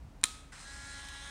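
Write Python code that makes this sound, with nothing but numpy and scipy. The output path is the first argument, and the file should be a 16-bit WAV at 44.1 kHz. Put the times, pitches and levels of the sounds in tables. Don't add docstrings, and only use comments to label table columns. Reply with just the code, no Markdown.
import sys
import numpy as np
from scipy import signal
from scipy.fft import rfft, irfft, next_fast_len
from scipy.io import wavfile
from scipy.ndimage import map_coordinates

SR = 44100
rng = np.random.default_rng(int(sys.argv[2]) if len(sys.argv) > 2 else 0)


def wav_out(sig):
    wavfile.write(sys.argv[1], SR, np.round(np.clip(np.atleast_2d(sig).T, -1, 1) * 32767).astype(np.int16))


N = 57330
RELEASE_S, MOTOR_START_S = 0.239, 0.518
TIME_S = np.arange(N) / SR


def amp(db):
    return 10 ** (np.asarray(db) / 20)


def unit(x):
    return x / np.sqrt(np.mean(x ** 2) + 1e-20)


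def along(points, hz):
    freq_hz, values = np.transpose(points)
    return np.interp(np.log(hz + 1), np.log(freq_hz + 1), values)


def curves(rows):
    time_s, *columns = np.transpose(rows)
    return [np.interp(TIME_S, time_s, column) for column in columns]


def wobble(rate_hz):
    knots = rng.standard_normal(int(N * rate_hz / SR) + 4)
    return map_coordinates(knots, [TIME_S * rate_hz])


def filtered(x, response):
    size = next_fast_len(N + SR // 2)
    return irfft(rfft(x, size) * response(np.fft.rfftfreq(size, 1 / SR)), size)[:N]


def noise(spectrum, tilt_db_per_oct=0):
    def response(hz):
        return amp(along(spectrum, hz) + tilt_db_per_oct * np.log2(np.maximum(hz, 700)))
    return unit(filtered(rng.standard_normal(N), response))


def fade(t, t60_s):
    return np.exp(-np.log(1000) * t / t60_s)


def background():
    # pitch_hz, level_db
    hum_tones = [(37.4, -58), (63, -60.5), (139, -71), (277, -73.5)]
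    # freq_hz, gain_db
    air_spectrum = [(20, -22), (40, -3.5), (66, 1), (100, -9.5), (170, -12), (270, -12), (380, -21),
                    (800, -19.5), (1500, -27.5), (4000, -36), (9500, -41), (11500, -48.5), (16000, -49)]
    hum = np.zeros(N)
    for hz, db in hum_tones:
        peak = np.sqrt(2) * amp(db + 1.9 * wobble(2))
        hum += peak * np.sin(2 * np.pi * (hz * TIME_S + rng.random()) + 0.33 * wobble(6.5))
    return hum + amp(-56) * noise(air_spectrum)


def grip():
    # centre_s, half_width_s, level_db
    shifts = [(0.059, 0.046, -47), (0.727, .025, -57), (0.822, 0.028, -52.5), (0.95, 0.057, -54.5)]
    # freq_hz, gain_db
    rumble_spectrum = [(25, -12.5), (55, -4.5), (80, -12), (140, -18), (400, -49), (2000, -80)]
    swells = sum(amp(db) * np.exp(-((TIME_S - centre_s) / half_width_s) ** 2)
                 for centre_s, half_width_s, db in shifts)
    return swells * noise(rumble_spectrum)


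def room_tail():
    # freq_hz, t60_s
    decay_times = [(200, 0.37), (1500, 0.84), (4000, 0.53), (9000, 0.53), (15000, .35)]
    # freq_hz, gain_db
    tail_spectrum = [(100, -20), (300, -16), (700, -7), (1100, -2), (1650, -2.5), (1950, -4.5), (2600, 0.5),
                     (2900, -3.5), (3400, 4.5), (4100, 7.5), (4500, 0), (6200, 0.5), (9400, 3),
                     (10500, -12), (15000, -18)]
    level_db, build_s = -41, 0.0088
    hz, frame_s, frames = signal.stft(noise(tail_spectrum), SR, nperseg=256)
    t = np.maximum(frame_s - RELEASE_S, 0)
    envelope = fade(t, along(decay_times, hz)[:, None]) * (1 - np.exp(-t / build_s))
    return amp(level_db) * signal.istft(frames * envelope, SR, nperseg=256)[1][:N]


def pawl():
    # freq_hz, gain_db
    tick_spectrum = [(1500, -29), (2600, 1), (3100, -1), (4000, -9), (9000, -8), (12500, -24), (15500, -36)]
    start_s, level_db = 1.086, -42
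    t = np.maximum(TIME_S - start_s, 0)
    return amp(level_db) * (t > 0) * fade(t, t60_s=0.034) * noise(tick_spectrum)


def gear_mesh():
    # time_s, level_db
    swell = [(.53, -71.5), (.6, -60.5), (.72, -58), (.79, -72), (.85, -62), (.92, -58.5), (.97, -63.5),
             (1.3, -65)]
    centre_hz, width_hz = 4085, 230
    level_db, = curves(swell)
    band = filtered(rng.standard_normal(N), lambda hz: 1 / (1 + (2 * (hz - centre_hz) / width_hz) ** 2))
    return (TIME_S > MOTOR_START_S) * amp(level_db) * unit(band)


def housing(hz):
    # centre_hz, width_hz, lift_db
    modes = [(4020, 83, -1), (5070, 82, 8), (5420, 120, 3), (6130, 220, 3.5), (7350, 250, 4),
             (8100, 280, 5.5), (9020, 330, 2)]
    return amp(sum(lift_db / (1 + (2 * (hz - centre_hz) / width_hz) ** 2)
                   for centre_hz, width_hz, lift_db in modes))


def gear_noise(shaft_rad, running_s):
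    # freq_hz, gain_db
    rasp_spectrum = [(900, -55), (2300, -11), (2900, -8.5), (3500, -7), (4700, -6), (7000, -6.5),
                     (9200, -6), (11000, -23.5), (15500, -37)]
    # freq_hz, gain_db
    churn_spectrum = [(150, -33), (450, -15), (800, -1.5), (1020, -0.5), (1400, 2), (1800, 3.5), (2100, 2),
                      (2700, -4.5), (4000, -34)]
    rasp_db, churn_db, strain_db, strain_s = -3.5, -9, 10, 0.068
    pulse = np.cos(shaft_rad) + (np.cos(3 * shaft_rad) + np.cos(4 * shaft_rad)) / 2
    grain_db = 1.43 * wobble(900) + 0.77 * wobble(40.33)
    teeth = unit((1 + 0.083 * pulse) * amp(grain_db))
    rasp = amp(rasp_db) * unit(filtered(noise(rasp_spectrum), housing))
    churn = amp(churn_db + strain_db * np.exp(-running_s / strain_s)) * noise(churn_spectrum)
    return teeth * (rasp + churn)


def whine(shaft_rad):
    # order, gain_db
    harmonics = [(1, -17.5), (2, -17.5), (3, -11.5), (4, -18.5), (5, -6.5), (6, -0.5), (7, -7.5), (8, -12),
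                 (9, -19), (10, -17.5), (11, -16), (12, -15), (13, -16.5), (14, -11), (15, -8.5)]
    # pitch_hz, gain_db
    gear_tones = [(1025, -19.5), (1510, -17), (1778, -13.5), (2053, -13.5), (2345, -21), (3220, -19),
                  (3445, -25)]
    full_speed_hz, buzz_db, shimmer_db, play_rad = 278.6, -16.5, 2, 0.2
    wheels = [(hz / full_speed_hz, db) for hz, db in gear_tones]
    buzz = [(order, buzz_db) for order in range(16, 34)]
    tones = np.zeros(N)
    for order, db in [*harmonics, *wheels, *buzz]:
        peak = np.sqrt(2) * amp(db + shimmer_db * wobble(17.82))
        tones += peak * np.sin(order * shaft_rad + play_rad * wobble(110) + 2 * np.pi * rng.random())
    return amp(-0.5) * tones


def motor():
    # time_s, speed_hz
    spin_up = [(.52, 90), (.56, 215), (.6, 259), (.65, 274), (.72, 276.4), (.8, 278.4), (.95, 279.6),
               (1.04, 278), (1.14, 277.5), (1.22, 278.8), (1.3, 279.4)]
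    # time_s, whine_db, gears_db
    drive = [(.52, -72, -51), (.56, -62.5, -52), (.61, -69.5, -50.5), (.67, -55, -52), (.74, -55.5, -50),
             (.81, -54.5, -51.5), (.89, -53, -50), (.98, -53, -49.5), (1.08, -55, -49.5), (1.2, -53.5, -49),
             (1.3, -54, -49.5)]
    rise_s, flutter = 0.011, 0.0016
    speed_hz, = curves(spin_up)
    whine_db, gears_db = curves(drive)
    running_s = np.maximum(TIME_S - MOTOR_START_S, 0)
    shaft_rad = 2 * np.pi * np.cumsum(speed_hz * (1 + flutter * wobble(45.07))) / SR
    onset = np.minimum(running_s / rise_s, 1)
    return onset * (amp(whine_db) * whine(shaft_rad) + amp(gears_db) * gear_noise(shaft_rad, running_s))


def tipped(x):
    # freq_hz, gain_db
    colour = [(800, 0), (1100, 4.5), (1400, -2), (1670, 0.5), (2600, -1), (3100, 5.5), (3550, 7), (3900, 3),
              (4200, -3.5), (4950, -3), (5400, 1), (6050, -2.5), (6450, 2.5), (7300, -6.5), (8500, -0.5)]
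    centre_s, length_s = 0.99, 0.16
    blend = np.clip((TIME_S - centre_s) / length_s + 0.5, 0, 1)
    return (1 - blend) * x + blend * filtered(x, lambda hz: amp(along(colour, hz)))


def spring():
    # pitch_hz, level_db, t60_s
    modes = [(1269, -48.5, 0.7), (2536, -58, 0.96), (3618, -62, 0.37)]
    t = np.maximum(TIME_S - RELEASE_S, 0)
    return sum(amp(db) * fade(t, t60_s) * np.sin(2 * np.pi * hz * t) for hz, db, t60_s in modes)


def shutter():
    # start_s, level_db, tilt_db_per_oct
    contacts = [(.2133, -52, -1), (.2338, -32, -5), (.2386, -9.5, 1), (.2408, -33, 4), (.2446, -30.5, -5.5),
                (.2537, -32.5, -0.5), (.2565, -33, 4), (.2645, -51, 18)]
    # pitch_hz, width_hz, gain_db
    modes = [(263, 70, -17.5), (1090, 88, -2.5), (1720, 240, -3.5), (2435, 210, -5.5), (3170, 156, -5),
             (3490, 89, -7.5), (3992, 265, 2), (5680, 460, -5.5), (7240, 274, 3), (8150, 190, -6.5),
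             (8770, 144, 0.5), (9450, 200, -3), (9720, 100, -7), (10370, 130, -12), (13400, 770, -19)]
    # freq_hz, gain_db
    crack_spectrum = [(100, -46), (780, -12), (1000, 6), (4000, 2), (9500, 1), (11000, -10.5), (15500, -20)]
    ring_db, crack_db, rise_s = 6.5, -7, 0.00043
    pitch_hz, width_hz, gain_db = np.transpose(modes)
    polarity = (-1) ** np.arange(len(modes))
    snaps = np.zeros(N)
    for start_s, level_db, tilt_db_per_oct in contacts:
        t = np.maximum(TIME_S - start_s, 0)
        scatter_db = rng.normal(0, 0.61, len(modes))
        gains = amp(gain_db + tilt_db_per_oct * np.log2(pitch_hz) + scatter_db) * width_hz * polarity
        gains /= np.linalg.norm(gains)
        ring = sum(gain * np.exp(-np.pi * width * t) * np.sin(2 * np.pi * hz * t)
                   for hz, width, gain in zip(pitch_hz, width_hz, gains))
        crack = noise(crack_spectrum, tilt_db_per_oct) * fade(t, t60_s=0.016)
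        attack = 1 - np.exp(-t / rise_s)
        snaps += amp(level_db) * attack * (amp(ring_db) * ring + amp(crack_db) * crack)
    return snaps


def scene():
    ambience = background() + grip() + room_tail()
    winder = pawl() + gear_mesh() + tipped(motor())
    mono = ambience + winder + spring() + shutter()
    return np.array([mono, mono])


def record(dry):
    low_hz, top_hz = 30, 15800

    def band(hz):
        return (1 - np.exp(-(hz / low_hz) ** 8)) / np.sqrt(1 + (hz / top_hz) ** 160)
    return np.array([filtered(channel, band) for channel in dry])


dry = scene()
out = record(dry)
wav_out(out)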